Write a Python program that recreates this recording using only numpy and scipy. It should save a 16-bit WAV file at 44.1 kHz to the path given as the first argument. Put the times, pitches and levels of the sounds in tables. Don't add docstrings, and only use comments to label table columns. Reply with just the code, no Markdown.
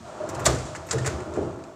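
import sys
import numpy as np
from scipy import signal
from scipy.fft import rfft, irfft
from scipy.io import wavfile
from scipy.ndimage import uniform_filter1d

SR = 44100
rng = np.random.default_rng(int(sys.argv[2]) if len(sys.argv) > 2 else 0)


def decibels_to_gain(level_db):
    exponent = np.asarray(level_db, float) / 20
    return 10 ** exponent


def log_audio(samples):
    frames = np.atleast_2d(samples).T
    limited = np.clip(frames, -1, 1)
    pcm = np.round(limited * 32767).astype(np.int16)
    wavfile.write(sys.argv[1], SR, pcm)


N = 77175


def rms_one(x):
    return x / np.sqrt(np.mean(x ** 2) + 1e-20)


def colour(x, points):
    hz, db = np.transpose(points)
    bins_hz = np.arange(N // 2 + 1) * SR / N
    gain_db = np.interp(np.log(bins_hz + 1), np.log(hz), db, -90, -90)
    return irfft(rfft(x) * decibels_to_gain(gain_db), N)


def band(x, low_hz, high_hz):
    return signal.sosfilt(signal.butter(2, [low_hz, high_hz], "band", fs=SR, output="sos"), x)


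def grains(per_s, spread_db):
    size = decibels_to_gain(spread_db * np.minimum(rng.exponential(1, N), 4))
    size = size * rng.choice([-1, 1], N)
    return rms_one(size * (rng.random(N) < per_s / SR))


def ring(x, hz, t60):
    r = decibels_to_gain(-60 / (max(t60, 0.01) * SR))
    w = 2 * np.pi * hz / SR
    return signal.lfilter([0, np.sin(w)], [1, -2 * r * np.cos(w), r * r], x + 1e-18)


def body(modes, drive_db, per_s):
    bumps = [grains(per_s, 3.5) for _ in modes]
    steady, driven = 0, 0
    for bump, (hz, db, t60) in zip(bumps, modes):
        free = ring(bump, hz, t60)
        steady = steady + decibels_to_gain(db) * rms_one(free)
        driven = driven + decibels_to_gain(db) * ring(bump * decibels_to_gain(drive_db), hz, t60) / np.std(free)
    return driven / np.sqrt(np.mean(steady ** 2))


def cabinet(sway_db):
    # frequency in Hz, level in dB, t60 in seconds.
    carcass_modes = [(74, -7.5, 0.099), (88.7, -5.5, 0.13), (104, -4.5, 0.066), (125.6, 1, 0.098),
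                     (153.3, -6, 0.078)]
    boom = body(carcass_modes, 0 * sway_db, 800)
    power = uniform_filter1d(boom ** 2, size=int(0.045 * SR))
    return decibels_to_gain(sway_db) * boom / np.sqrt(power + 0.025)


def rolling():
    # time in seconds, then in dB rolling load, cabinet sway, ball chatter
    motion = [(0.0, -52.5, -43.5, -57, 0), (0.08, -41.5, -47.5, -53.5, -11), (0.174, -40, -51.5, -53.5, -2),
              (0.3, -35.5, -39, -52.5, 0), (0.428, -33, -30.5, -50, -8.5), (0.476, -33.5, -29, -51, 2),
              (0.6, -40, -31, -45.5, 1.5), (0.72, -42, -40.5, -49.5, 0), (0.8, -42, -38.5, -54, -5),
              (0.889, -44, -44, -53.5, -1.5), (0.93, -34, -32.5, -55, -2), (1.0, -39.5, -31.5, -46, 4.5),
              (1.12, -37, -39.5, -48, 1), (1.282, -39.5, -40, -55, 5), (1.428, -38.5, -31, -53.5, 8),
              (1.56, -43.5, -40.5, -59, 6), (1.75, -48, -55, -61.5, 0)]
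    # frequency in Hz, level in dB, t60 in seconds.
    panels = [(209, -6.5, 0.06), (281.3, -12, 0.49), (325.9, -1.5, 0.12), (367, -1, 0.11),
              (427, -7.5, 0.24), (518, -0.5, 0.12), (612, 3.5, 0.18), (657.5, 4.5, 0.16),
              (784.4, -5.5, 0.34), (950, -7, 0.072), (1134, -5.5, 0.032), (1246, -12, 0.041),
              (1382, -2, 0.043), (1720, -12, 0.036)]
    # frequency in Hz, density in dB per Hz.
    rumble = [(150, -56), (250, -8.5), (500, -5), (900, -3), (1300, -6.5), (1800, -21), (2500, -23),
              (4000, -34)]
    # frequency in Hz, density in dB per Hz.
    deep_rumble = [(120, -18), (170, -8), (250, -3), (350, -14), (450, -9), (600, -23)]
    # frequency in Hz, density in dB per Hz.
    chatter_spectrum = [(1500, 3), (2500, -0.5), (5000, -1.5), (7200, 0), (8400, -4), (9500, -13.5),
                        (15500, -41)]
    bumps_per_s, deep_below_hz = 900, 500

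    s, *columns = np.transpose(motion)
    load, sway, chatter, weight = [np.interp(np.arange(N) / SR, s, c) for c in columns]
    rails = decibels_to_gain(load - 3) * rms_one(colour(grains(3500, 3.0), rumble))
    rails += decibels_to_gain(load + weight - 15.0) * rms_one(colour(grains(1500, 4.6), deep_rumble))
    balls = decibels_to_gain(chatter) * rms_one(colour(grains(8300, -0.5), chatter_spectrum))
    deep_modes = [m for m in panels if m[0] < deep_below_hz]
    high_modes = [m for m in panels if m[0] >= deep_below_hz]
    deep = body(deep_modes, load + weight - 3.0, bumps_per_s)
    high = body(high_modes, load - 2.5, bumps_per_s)
    return deep + high + cabinet(sway - 3.0) + rails + balls


def microphone_hiss():
    return decibels_to_gain(-77.5) * rms_one(band(rng.standard_normal(N), 10000, 20000))


def knocks():
    # start in seconds, peak in dB, pitch in Hz, t60 in seconds.
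    blows = [(0.031, -45, 700, 0.64), (0.068, -51, 632, 0.19), (0.292, -37.5, 5800, 0.046),
             (0.36, -36, 2590, 0.02), (.49, -26, 640, 0.1), (0.463, -16, 1183, 0.061),
             (.482, -23, 333, 0.16), (0.462, -18.5, 66, 0.32), (0.468, -20.5, 124.3, 0.41),
             (.46, -21.5, 335, 0.11), (.51, -25, 269, 0.096), (.53, -27.5, 340, .1), (.49, -28, 530, 0.13),
             (0.52, -21, 147, 0.16), (0.72, -30, 121, 0.14), (.464, -25, 1500, 0.055),
             (.910, -26.5, 5060, 0.037), (0.915, -26, 1380, 0.085), (.99, -30, 600, .1),
             (1.062, -26.5, 590, 0.15), (1.1, -30, 530, .1), (.983, -29.5, 1810, 0.073),
             (1.055, -24, 88, 0.3), (1.145, -30.5, 126.3, 0.32), (1.125, -21.5, 78, 0.3),
             (1.175, -29.5, 365, .15), (1.38, -20.5, 397, 0.074), (1.260, -34, 595.7, 0.51),
             (1.373, -26, 606.6, 0.16), (1.372, -23.5, 248, 0.069), (1.425, -26, 400, 0.071),
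             (1.638, -43, 4600, .015), (1.640, -43, 2460, 0.027), (0.0012, -39.5, 223, .3),
             (.775, -33.5, 332, 0.16), (1.372, -23, 488, 0.034), (1.41, -31, 196, 0.091),
             (1.55, -29, 370, 0.09)]
    rise_cycles, detune = 1.87, 0.0548
    out = np.zeros(N)
    for s, db, hz, t60 in blows:
        i = int(s * SR)
        t = np.arange(N - i) / SR
        turn = 2 * np.pi * hz * t
        group = np.sin(turn)
        group += 0.34 * np.sin(turn * (1 + detune))
        group += 0.41 * np.sin(turn * (1 - 1.75 * detune))
        out[i:] += decibels_to_gain(db - 0.5 - 60 * t / t60) * (1 - np.exp(-t * hz / rise_cycles)) * group
    return out


def garage(x):
    t = np.arange(SR // 2) / SR
    t60 = 0.4
    tail = rng.standard_normal(len(t)) * decibels_to_gain(-60 * t / t60) * (1 - np.exp(-t / 0.0016))
    walls = signal.butter(1, [180.0, 2100], "band", fs=SR, output="sos")
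    tail = signal.sosfilt(walls, tail)
    tail = 3.9 * tail / np.sqrt(np.sum(tail ** 2))
    return decibels_to_gain(-22) * signal.fftconvolve(x, tail)[:N]


def swells(events):
    out = np.zeros(N)
    for s, db, hz, length, glide in events:
        t = np.arange(N) / SR - s
        shape = np.sin(np.pi * np.clip(t / length, 0, 1)) ** 1.46 * (t < length)
        out += decibels_to_gain(db) * shape * np.sin(2 * np.pi * (hz + glide * t / 2) * t)
    return out


def stick_slip():
    # start in seconds, peak in dB, pitch in Hz, length in seconds, glide in Hz per second.
    slips = [(0.198, -25.5, 600.3, 0.034, 500), (0.234, -23, 620, 0.016, -600),
             (0.247, -28, 606, 0.015, -500), (0.378, -27.5, 653, .015, -500),
             (0.462, -11, 629, 0.016, -300), (0.925, -24, 475.5, 0.046, -1000),
             (1.029, -33, 444, 0.035, 200), (1.062, -30, 438.5, 0.037, 0.1), (1.3705, -19, 350, 0.01, 500),
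             (1.412, -22.5, 331, 0.011, 500), (1.446, -26.5, 330, 0.011, 500)]
    return swells(slips)


def clacks():
    # start in seconds, level in dB, length in seconds, dull part in dB,
    # bright part in dB.
    contacts = [(0.289, -33.5, .005, -4.5, -11), (.296, -37.5, 0.0074, -6, -14),
                (0.347, -36, 0.0096, -14, -18), (0.394, -38.5, 0.006, 6, -6), (.401, -43.5, 0.0094, 1, -12),
                (0.445, -39.5, 0.025, -3, -3), (0.4534, -19.5, 0.0042, -9.5, -14),
                (0.457, -15.5, 0.0083, -15, -22), (0.4619, -10.5, 0.0036, -4, -35),
                (0.468, -23.5, 0.0043, -0.5, -25), (0.473, -29.5, 0.0054, 1, -20),
                (0.499, -36, .025, -5, -25), (0.53, -42, 0.0098, -6, -30), (0.547, -37, 0.016, -4, -34),
                (0.585, -41, 0.028, -3, -34), (0.651, -46.5, 0.043, -5, -36), (.749, -40, 0.0098, 4.5, -31),
                (0.755, -42, 0.004, 6.5, -27), (0.761, -39, 0.0053, -6, -25), (0.866, -48, 0.014, -20, -4),
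                (0.887, -41, 0.02, 2, -28), (0.9096, -22.5, 0.0073, -11.5, -38),
                (0.914, -29, 0.0052, -12, -21), (0.927, -30.5, 0.0054, -7, -18),
                (0.932, -39.5, 0.007, 5, -22), (0.983, -32, 0.0058, -13, -25),
                (1.046, -39.5, 0.012, 7, -24), (1.053, -40, .006, 4, -24), (1.059, -34, 0.0056, -2, -18),
                (1.0615, -27, 0.0048, -5, -18), (1.067, -28, .004, -2.5, -22),
                (1.071, -29, 0.0043, -6.5, -25), (1.074, -28, 0.0041, 0, -22), (1.085, -43, 0.0051, 8, -18),
                (1.098, -39, 0.0066, -4, -20), (1.203, -42.5, 0.0063, 7, -37),
                (1.337, -45.5, 0.013, -12, -27), (1.36, -48, 0.011, 11.5, -24),
                (1.638, -47, 0.0065, -7, -33)]
    # frequency in Hz, density in dB per Hz.
    core_spectrum = [(1100, -44), (2300, -14), (3500, -8), (5000, -9.5), (6200, -8), (7300, -1),
                     (8600, -12), (10000, -21), (15500, -66)]
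    ticks = grains(10000, 2.5)
    core = rms_one(colour(ticks, core_spectrum))
    dull = rms_one(band(band(ticks, 560, 2270), 600, 5500))
    bright = rms_one(band(ticks, 7700, 22000))
    out = np.zeros(N)
    for s, db, length, dull_db, bright_db in contacts:
        i = int(s * SR)
        t = np.arange(min(SR // 8, N - i)) / SR
        shape = (1 - np.exp(-t / 0.0006)) * np.exp(-(t / max(length, 0.001)) ** 0.92)
        flurry = core + decibels_to_gain(dull_db) * dull + decibels_to_gain(bright_db) * bright
        out[i:i + len(t)] += decibels_to_gain(db) * shape * flurry[i:i + len(t)]
    return out


def after_rattle(x):
    # frequency in Hz, density in dB per Hz.
    rattle_spectrum = [(700, -16), (1200, 2.5), (2000, -8.5), (4500, -8.5), (7200, -9), (9200, -19),
                       (13000, -33), (15800, -27)]
    t60 = 0.38
    r = decibels_to_gain(-120 / (t60 * SR))
    power = signal.lfilter([0.01], [1, -0.99], x ** 2)
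    energy = signal.lfilter([1], [1, -r], power) / (0.0077 * SR)
    rattle = rms_one(colour(rng.standard_normal(N), rattle_spectrum))
    return decibels_to_gain(-16) * np.sqrt(np.maximum(energy, 0)) * rattle


def thuds():
    # start in seconds, level in dB, t60 in seconds.
    stops = [
        (0.465, -24, 0.57),
        (0.931, -34, 0.32),
        (1.371, -30, 0.6),
    ]
    t = np.arange(N) / SR
    lumps = rms_one(band(band(grains(700, 3.8), 153, 756), 153, 756))
    envelope = np.zeros(N)
    for s, db, t60 in stops:
        envelope += decibels_to_gain(db - 60 * np.abs(t - s) / t60) * np.clip((t - s) / 0.0068, 0, 1)
    return lumps * envelope


def heaving():
    # start in seconds, peak in dB, pitch in Hz, length in seconds, glide in Hz per second.
    heaves = [(0.932, -23, 122, .068, 100), (0.995, -24.5, 125, .064, -30), (1.056, -24, 125, .04, -50),
              (1.097, -30, 125, .035, 0)]
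    return swells(heaves)


def scene():
    hits = clacks()
    rings = knocks() + stick_slip() + heaving()
    chest = rolling() + hits + rings + thuds() + after_rattle(hits)
    echoes = garage(decibels_to_gain(-5.5) * hits + decibels_to_gain(-7.5) * rings)
    return (chest + echoes + microphone_hiss())[None]


def band_limit(x):
    return signal.sosfilt(signal.butter(12, 16470, fs=SR, output="sos"), x)


def record(dry):
    x = signal.sosfilt(signal.butter(5, 55, "high", fs=SR, output="sos"), dry)
    x = 0.66 * np.tanh(x / 0.65)
    x = signal.sosfilt(signal.cheby2(8, 50, 16400, fs=SR, output="sos"), x)
    return band_limit(x)


dry = scene()
out = record(dry)
log_audio(out)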